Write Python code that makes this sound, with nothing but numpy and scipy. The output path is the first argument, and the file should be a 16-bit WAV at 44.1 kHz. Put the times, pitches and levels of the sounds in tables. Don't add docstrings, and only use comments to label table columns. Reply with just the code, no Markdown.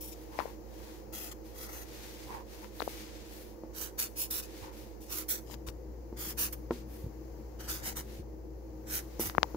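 import sys
import numpy as np
from scipy import signal
from scipy.fft import rfft, irfft
from scipy.io import wavfile

SR = 44100
rng = np.random.default_rng(int(sys.argv[2]) if len(sys.argv) > 2 else 0)


def int16_out(signal):
    q = np.round(np.clip(np.atleast_2d(signal).T, -1, 1) * 32767)
    wavfile.write(sys.argv[1], SR, q.astype(np.int16))


N = 421596
T = np.arange(N) / SR

# start_s, speed_up_s, steady_s, slow_down_s, hiss_db, rasp_db, sheet_drumming_db, pan_db
MARKER_STROKES = [ (0, 0.016, 0.046, 0.094, -47, -5.5, -20, 2), (.115, .012, 0.00071, .025, -58, 1, -17, 2),
                  (1.119, 0.023, 0.1, 0.1, -46, -1, -1.5, 3), (1.31, 0.0073, 0, 0.025, -55.5, 0.5, -4, 3.5),
                  (1.524, 0.069, 0.047, 0.064, -50, -0.5, -0.5, -0.5),
                  (1.665, 0.046, .11, .05, -53, -2, 3.5, 1), (3.719, .08, 0.0016, 0.13, -40, 1, 0, -6.5),
                  (3.971, 0.025, 0.023, 0.081, -36, 1, -0.5, -0.5),
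                  (4.145, 0.063, 0, 0.084, -33, -1, -4.5, -2.5),
                  (4.301, .011, 0.05, 0.08, -36, 0.5, -1.5, -3.5),
                  (4.42, 0.012, 0.0025, 0.051, -52.5, 1, -7, 1),
                  (4.998, 0.021, 0.027, 0.063, -59, -2, -20, 0),
                  (5.074, 0.079, 0.027, 0.083, -37, -.5, -1, -4),
                  (5.279, 0.016, 0.0044, .12, -31.5, 0, -1, -2),
                  (5.44, 0.097, 0.0013, 0.023, -54, 1.5, -7, 7),
                  (5.661, 0.013, 0.017, 0.023, -54, 2, 3.5, 6.5),
                  (6.156, 0.047, .088, 0.06, -41.5, -0.5, 0, -1),
                  (6.363, 0.035, 0.033, 0.078, -33, .5, 2, -2.5),
                  (6.521, 0.009, 0, 0.032, -43.5, -5, -0.5, -2),
                  (7.582, 0.027, 0.073, .02, -56, 2.5, 3, -1.5), (7.671, 0.037, 0, 0.13, -38, 2.5, 4.5, -4),
                  (7.808, 0.068, 0, 0.078, -38.5, 2.5, 6, -1.5),
                  (7.949, 0.024, 0.0024, 0.073, -43.5, 0, 3.5, -1),
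                  (8.847, 0.11, 0.0044, 0.063, -34, -.5, 2.5, -2.5),
                  (9.187, .022, 0.043, 0.091, -38.5, -1.5, 4.5, -3)]
# start_s, speed_up_s, slow_down_s, level_db, brightness_db
HAND_SLIDES = [ (.03, .18, 0.12, -61.5, -2.3), (0.261, 0.15, 0.19, -54.5, -4), (.6, 0.29, .2, -57, -4),
               (1.427, 0.041, .18, -60.5, -2.5), (1.8, 0.19, 0.49, -51, -6.5), (2.17, .17, 0.12, -61, -2),
               (2.43, 0.13, 0.25, -55.5, -5), (2.72, 0.11, 0.26, -51, -0.5), (2.85, 0.16, 0.58, -54, -12),
               (3.23, 0.13, 0.25, -60.5, 3.5), (4.377, 0.24, 0.12, -53.5, -7),
               (4.71, 0.035, 0.26, -57.5, -3.5), (6.7, 0.039, 0.12, -53, -8), (6.85, 0.1, 0.17, -61.5, 3.5),
               (7.98, 0.18, 0.079, -57, -4.5), (8.95, 0.027, 0.1, -58, -7), (9.02, .15, 0.07, -61.5, -7.5)]
# start_s, rise_s, fall_s, level_db, pan_db
FINGER_RUBS = [(.3, 0.05, 0.04, -58.5, -2), (0.366, 0.034, 0.069, -48.5, 5), (.44, 0.024, 0.093, -58.5, 11),
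               (.76, .07, 0.22, -68, 5), (2.255, 0.08, 0.13, -51.5, -4), (2.52, 0.021, 0.022, -76, 9),
               (2.6, 0.029, 0.053, -59, 22), (4.6, 0.043, 0.14, -58, 0), (5.47, .07, .04, -64, 19)]
# centre_s, swing_db,
# pitch_hz, length_cycles, crack_db (against the swing)
FINGER_TICKS = [(0.380, -43, 1500, 0.71, -12), (0.3892, -22.5, 2080, 1.4, -12),
                (0.3898, -39, 5040, 12, -20), (0.3906, -11.5, 705, 0.59, -14), (0.397, -24, 1910, 0.62, -2),
                (.4030, -16, 1070, 0.84, -12), (0.409, -33, 940, 0.89, -12),
                (0.4571, -20.5, 510, 0.73, -36), (2.645, -33, 1400, 0.64, 1), (2.8006, -24, 4000, 2.8, -30),
                (2.8052, -13.5, 875, 0.44, -10), (2.8201, -11, 897, 0.24, -13), (2.8245, -19, 447, 0.57, 0),
                (2.878, -13, 564, 0.44, -36), (5.500, -34, 870, 0.94, -10), (5.542, -37, 1080, 0.62, 12),
                (5.687, -27, 1620, 0.24, 5.5), (6.71, -21.5, 1410, 0.56, -8), (9.197, -29, 5950, 6, -6),
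                (9.2367, -30, 874, 0.5, -14), (9.2984, -21.5, 1160, 0.54, 2.5),
                (9.3503, -18, 982, 0.5, -15), (9.3822, 2, 880, 0.31, -31), (9.3844, -12.5, 177, 0.35, -31),
                (9.4311, -1.5, 930, 0.34, 0), (9.4328, -29, 855, 2.3, -26), (9.4430, -27, 850, 1.5, -36),
                (9.548, -32.5, 1020, 1.1, -7)]
# start_s, level_db, pitch_hz
SOFT_BUMPS = [(3.636, -38.5, 342), (4.62, -32, 73), (5.682, -33.5, 71.5), (6.127, -37, 290),
              (6.708, -23.5, 373), (7.041, -27, 76), (7.064, -29.5, 99), (8.192, -30.5, 73),
              (9.196, -28, 328), (9.265, -29.5, 74), (9.546, -32, 332)]
# pitch_hz (varied a little per bump), t60_s, level_db
BUMP_MODES = [(98.5, 0.32, -61), (156, 0.59, -35), (238.3, 0.17, -15.5), (345, 0.08, -7),
              (454, 0.14, -18.5), (883, 0.064, -13)]

# frequency_hz, density_db (per Hz)
NIB_SPECTRUM = [(3000, -72), (6000, -26), (8300, -16.5), (9800, -6), (11300, -5.5), (12700, -1),
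                (14000, -1.5), (15300, -3), (16500, -4)]
RASP_SPECTRUM = [(1500, -33), (2400, -6.5), (3000, -3.5), (3800, -5.5), (4800, -2), (6300, 0), (7500, -5.5),
                 (9000, -12.5), (14000, -40)]
SHEET_SPECTRUM = [(200, 1.5), (600, -1), (1000, 4.5), (1500, 3.5), (2000, 1), (2600, -16), (3600, -25),
                  (7000, -26)]
SLIDE_SPECTRUM = [(500, -3.5), (1200, -5), (2000, -1), (3200, -3), (4500, -2.5), (6500, -4.5), (8500, -12),
                  (12000, -19)]
SCRAPE_SPECTRUM = [(250, 5), (600, 7.5), (900, -32), (1400, 3.5), (2200, -1.5), (4000, -18.5), (8000, -46)]
RUSH_SPECTRUM = [(25, -37), (45, 11), (70, 11.5), (95, 6.5), (160, -2.5), (215, -5.5), (260, -6),
                 (330, 7.5), (430, 3.5), (640, -4.5), (930, -7), (1250, -36), (2500, -40), (8000, -84)]
THIN_HISS_SPECTRUM = [(900, 16.5), (1400, 6), (1900, 6.5), (2600, 0.5), (3600, -6), (4400, 1.5), (6500, 3),
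                      (7600, -4), (8600, -17), (10500, -5), (12500, -2.5), (15500, 3.5)]

# pitch_hz, level_db, pan_db
APPLIANCE_WHINES = [(121.9, -62.5, 7), (213, -68, -3), (316.6, -58.5, -0.5), (469, -59, 24), (522, -67, 6)]
# pitch_hz, width_hz (doubled in each filter pass), level_db, pan_db
AIR_MODES = [(128, 15.5, -59.5, 9), (215.7, 18.4, -60, 5), (316.5, 16, -55.5, 2), (356, 46, -58.5, -4),
             (512.3, 32, -60.5, 7)]
# time_s, level_db
THIN_HISS_LEVEL = [(0, -56.5), (2.5, -58.5), (5.3, -58), (5.8, -60.5), (7.4, -57), (8.5, -62), (9.4, -52)]
# time_s, share_lost (0 to 1)
LEFT_BASS_LOSS_CURVE = [(5.43, 1), (5.49, 0)]

HUM_HZ, HUM_DB = 58.8, -46.5
TOP_HZ = 15650
SPEED_POWER = 2.85
USUAL_DB = -38
RASP_GROWTH, SHEET_GROWTH = 0.69, 0.43
BITE_S, QUICK_START_S = 0.015, 0.021
PORT_LAG_S = 0.00028
SNAG_RATE, SNAG_DB = 110, -18


def marker(hiss_db=-37, rasp_db=-45.0, sheet_db=-51.0, judder_db=-0.5, press_db=1.7,
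           rasp_pan_db=2.5, sheet_pan_db=4.5, shared=0.46):
    own = fibres(rate=12000, spread_db=2.5)
    own = own + undb(SNAG_DB) * fibres(rate=SNAG_RATE, spread_db=4)
    left = own[0] + shared * np.roll(own[1], int(PORT_LAG_S * SR))
    right = np.hypot(1, shared) * own[1]
    snaps = near_echoes(np.array([left, right]))

    hiss = undb(hiss_db) * colour(snaps, NIB_SPECTRUM)
    rasp = undb(rasp_db) * colour(snaps, RASP_SPECTRUM) * pan(rasp_pan_db)[:, None]
    sheet = undb(sheet_db) * colour(snaps, SHEET_SPECTRUM) * pan(sheet_pan_db)[:, None]
    out = np.zeros((2, N))
    for start, rise, hold, fall, db, grit_db, drum_db, pan_db in MARKER_STROKES:
        span, force = friction(start, rise, hold, fall, SPEED_POWER)
        force = force * undb(db - USUAL_DB)
        bite_amount = QUICK_START_S / max(rise, QUICK_START_S)
        bite = 1 + bite_amount * np.exp(-(T[span] - start) / BITE_S)
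        stroke = hiss[:, span] * force * bite
        stroke += rasp[:, span] * force ** RASP_GROWTH * undb(grit_db)
        stroke += sheet[:, span] * force ** SHEET_GROWTH * undb(drum_db)
        out[:, span] += pan(pan_db)[:, None] * stroke
    return out * undb(judder_db * walk(300) + press_db * walk(70))


def hand(level_db=-0.47, bright_db=1, pan_db=2.5, power=1.47, hiss_growth=1.2):
    snaps = fibres(rate=23000, spread_db=2.0)
    rub = colour(snaps, SLIDE_SPECTRUM)
    hiss = colour(snaps, NIB_SPECTRUM)
    out = np.zeros((2, N))
    for start, rise, fall, db, hiss_db in HAND_SLIDES:
        span, force = friction(start, rise, 0, fall, power)
        bright = undb(bright_db + hiss_db) * force ** hiss_growth * hiss[:, span]
        out[:, span] += undb(db) * (force * rub[:, span] + bright)
    return out * undb(level_db + 1.1 * walk(54)) * pan(pan_db)[:, None]


def grip(level_db=7.5, scrape_db=-3, power=2.1):
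    slips = fibres(rate=3500, spread_db=3)
    hollow = unit(resonate(resonate(slips, 930, 260), 930, 260))
    scrape = undb(scrape_db) * colour(slips, SCRAPE_SPECTRUM)
    sound = hollow * pan(-0.5)[:, None] + scrape * pan(3.8)[:, None]
    out = np.zeros((2, N))
    for start, rise, fall, db, pan_db in FINGER_RUBS:
        span, force = friction(start, rise, 0, fall, power)
        out[:, span] += undb(level_db + db) * force * sound[:, span] * pan(pan_db)[:, None]
    return out


def ticks(level_db=-0.5, crack_hz=3400, crack_s=0.0001, right_db=-23, soft_hz=6500):
    out = np.zeros((2, N))
    t = np.arange(-SR // 100, SR // 100) / SR
    for s, db, hz, cycles, sharp_db in FINGER_TICKS:
        swing = -np.sin(2 * np.pi * hz * t) / np.cosh(2 * t * hz / cycles)
        crack = np.cos(2 * np.pi * crack_hz * t) * np.exp(-(t / crack_s) ** 2)
        tick = swing + undb(sharp_db) * crack
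        add(out, s + t[0], undb(level_db + db) * np.outer([1, undb(right_db)], tick))
    return dull(out, soft_hz)


def bumps(level_db=19, ring_db=-11, scuff_db=-5, scuff_ratio=1.65, scuff_t60=0.054):
    out = np.zeros((2, N))
    t = np.arange(SR // 3) / SR
    loudest_db = max(db for _, db, _ in SOFT_BUMPS)
    for s, db, hz in SOFT_BUMPS:
        ring = np.zeros(len(t))
        for mode_hz, t60, mode_db in BUMP_MODES:
            tone = np.sin(2 * np.pi * mode_hz * rng.normal(1, 0.033) * t)
            ring += undb(mode_db - 60 * t / t60) * tone / (1 + (mode_hz / hz / 2) ** 2)
        scuff_hz = scuff_ratio * hz
        scuff = rng.standard_normal(len(t)) * undb(-60 * t / scuff_t60)
        scuff = resonate(scuff, scuff_hz, scuff_hz)
        scuff = dull(scuff / np.linalg.norm(scuff), 2 * scuff_hz)
        thud = blow(hz, damping=1.14)
        thud = thud + undb(scuff_db + db - loudest_db) * scuff + undb(ring_db) * ring
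        add(out, s, undb(level_db + db) * np.outer([1, 1], thud))
    return out


def appliance(rush_db=-53.0, hiss_pan_db=6, hum_pan_db=2.5, drift_rad=0.82):
    hum = np.sqrt(2) * np.sin(2 * np.pi * HUM_HZ * T) * undb(HUM_DB) * pan(hum_pan_db)[:, None]
    for hz, db, pan_db in APPLIANCE_WHINES:
        whine = np.sqrt(2) * np.sin(2 * np.pi * hz * T + drift_rad * walk(9))
        hum = hum + whine * undb(db) * pan(pan_db)[:, None]
    rush = undb(rush_db) * colour(air(0.31), RUSH_SPECTRUM)
    for hz, width, db, pan_db in AIR_MODES:
        mode = unit(resonate(resonate(air(0.91), hz, 2 * width), hz, 2 * width))
        rush = rush + undb(db) * mode * pan(pan_db)[:, None]
    hiss_level = undb(np.interp(T, *np.transpose(THIN_HISS_LEVEL)))
    hiss = hiss_level * colour(air(0.024), THIN_HISS_SPECTRUM) * pan(hiss_pan_db)[:, None]
    return hum + rush + hiss


def room(x, wet_db=-19, t60=0.4):
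    t = np.arange(SR // 2) / SR
    tail = rng.standard_normal((2, len(t))) * undb(-60 * t / t60) * (t > 0.004)
    tail /= np.linalg.norm(tail, axis=1, keepdims=True)
    return x + undb(wet_db) * signal.fftconvolve(x, tail, axes=1)[:, :N]


def near_echoes(snaps, bounce=0.54):
    heard = snaps.copy()
    for start, rise, hold, fall, *_ in MARKER_STROKES:
        span = np.flatnonzero((T >= start) & (T <= start + rise + hold + fall))
        for port in range(2):
            for lag_s in rng.uniform(0.0003, 0.0016, size=3):
                path = lag_s * SR * (1 + rng.normal(0, 0.28) * (T[span] - start))
                heard[port, span] += bounce * snaps[port, span - np.rint(path).astype(int)]
    return heard


def friction(start, rise, hold, fall, power):
    end = start + rise + hold + fall
    span = np.arange(*np.searchsorted(T, [start, end]))
    speeding_up = (T[span] - start) / max(rise, 1 / SR)
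    slowing_down = (end - T[span]) / max(fall, 1 / SR)
    ramp = np.minimum(speeding_up, slowing_down)
    speed = np.sin(np.pi / 2 * np.clip(ramp, 0, 1))
    return span, speed ** power


def fibres(rate, spread_db):
    snaps = rng.random(N) < rate / SR
    sizes = undb(spread_db * rng.standard_normal(N))
    return unit(snaps * sizes * rng.standard_normal((2, N)))


def blow(hz, damping):
    push = signal.unit_impulse(SR // 3)
    push = resonate(resonate(push, hz, hz * damping), hz, hz * damping)
    push = signal.sosfilt(signal.butter(2, min(3 * hz, SR / 3), fs=SR, output="sos"), push)
    return push / np.linalg.norm(push)


def dull(x, hz):
    return signal.sosfilt(signal.butter(4, min(hz, SR / 3), fs=SR, output="sos"), x)


def colour(x, points):
    hz, db = np.transpose(points)
    f = np.maximum(np.fft.rfftfreq(N, 1 / SR), 1)
    gain = undb(np.interp(np.log(f), np.log(hz), db))
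    return unit(irfft(rfft(x) * gain, N))


def resonate(x, hz, width_hz):
    return signal.lfilter(*signal.iirpeak(hz, hz / min(width_hz, SR / 4), SR), x)


def walk(rate):
    knots = rng.standard_normal(4096)
    return np.interp(T * rate, np.arange(len(knots)), knots)


def air(likeness):
    share = np.clip(likeness, 0, 1)
    common = np.sqrt(share) * rng.standard_normal(N)
    return common + np.sqrt(1 - share) * rng.standard_normal((2, N))


def pan(db):
    gains = undb(np.array([db, -db]) / 2)
    return gains / np.sqrt(np.mean(gains ** 2, axis=0))


def add(out, s, sound):
    start = max(int(s * SR), 0)
    out[:, start:start + sound.shape[1]] += sound[:, :N - start]


def undb(db):
    return 10 ** (np.asarray(db) / 20)


def unit(x):
    return x / np.sqrt(np.mean(x ** 2))


def scene():
    return room(marker() + hand()) + grip() + ticks() + bumps() + appliance()


def record(dry, bass_hz=260, leak_db=-17):
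    f = np.fft.rfftfreq(N, 1 / SR)
    slope = (f / bass_hz) ** 4
    passed = np.sqrt((undb(2 * leak_db) + slope) / (1 + slope))
    thin = irfft(rfft(dry[0]) * passed, N)
    loss = np.clip(np.interp(T, *np.transpose(LEFT_BASS_LOSS_CURVE)), 0, 1)
    ports = np.array([dry[0] + loss * (thin - dry[0]), dry[1]])
    return signal.sosfilt(signal.ellip(10, 0.2, 70, TOP_HZ, fs=SR, output="sos"), ports)


dry = scene()
out = record(dry)
int16_out(out)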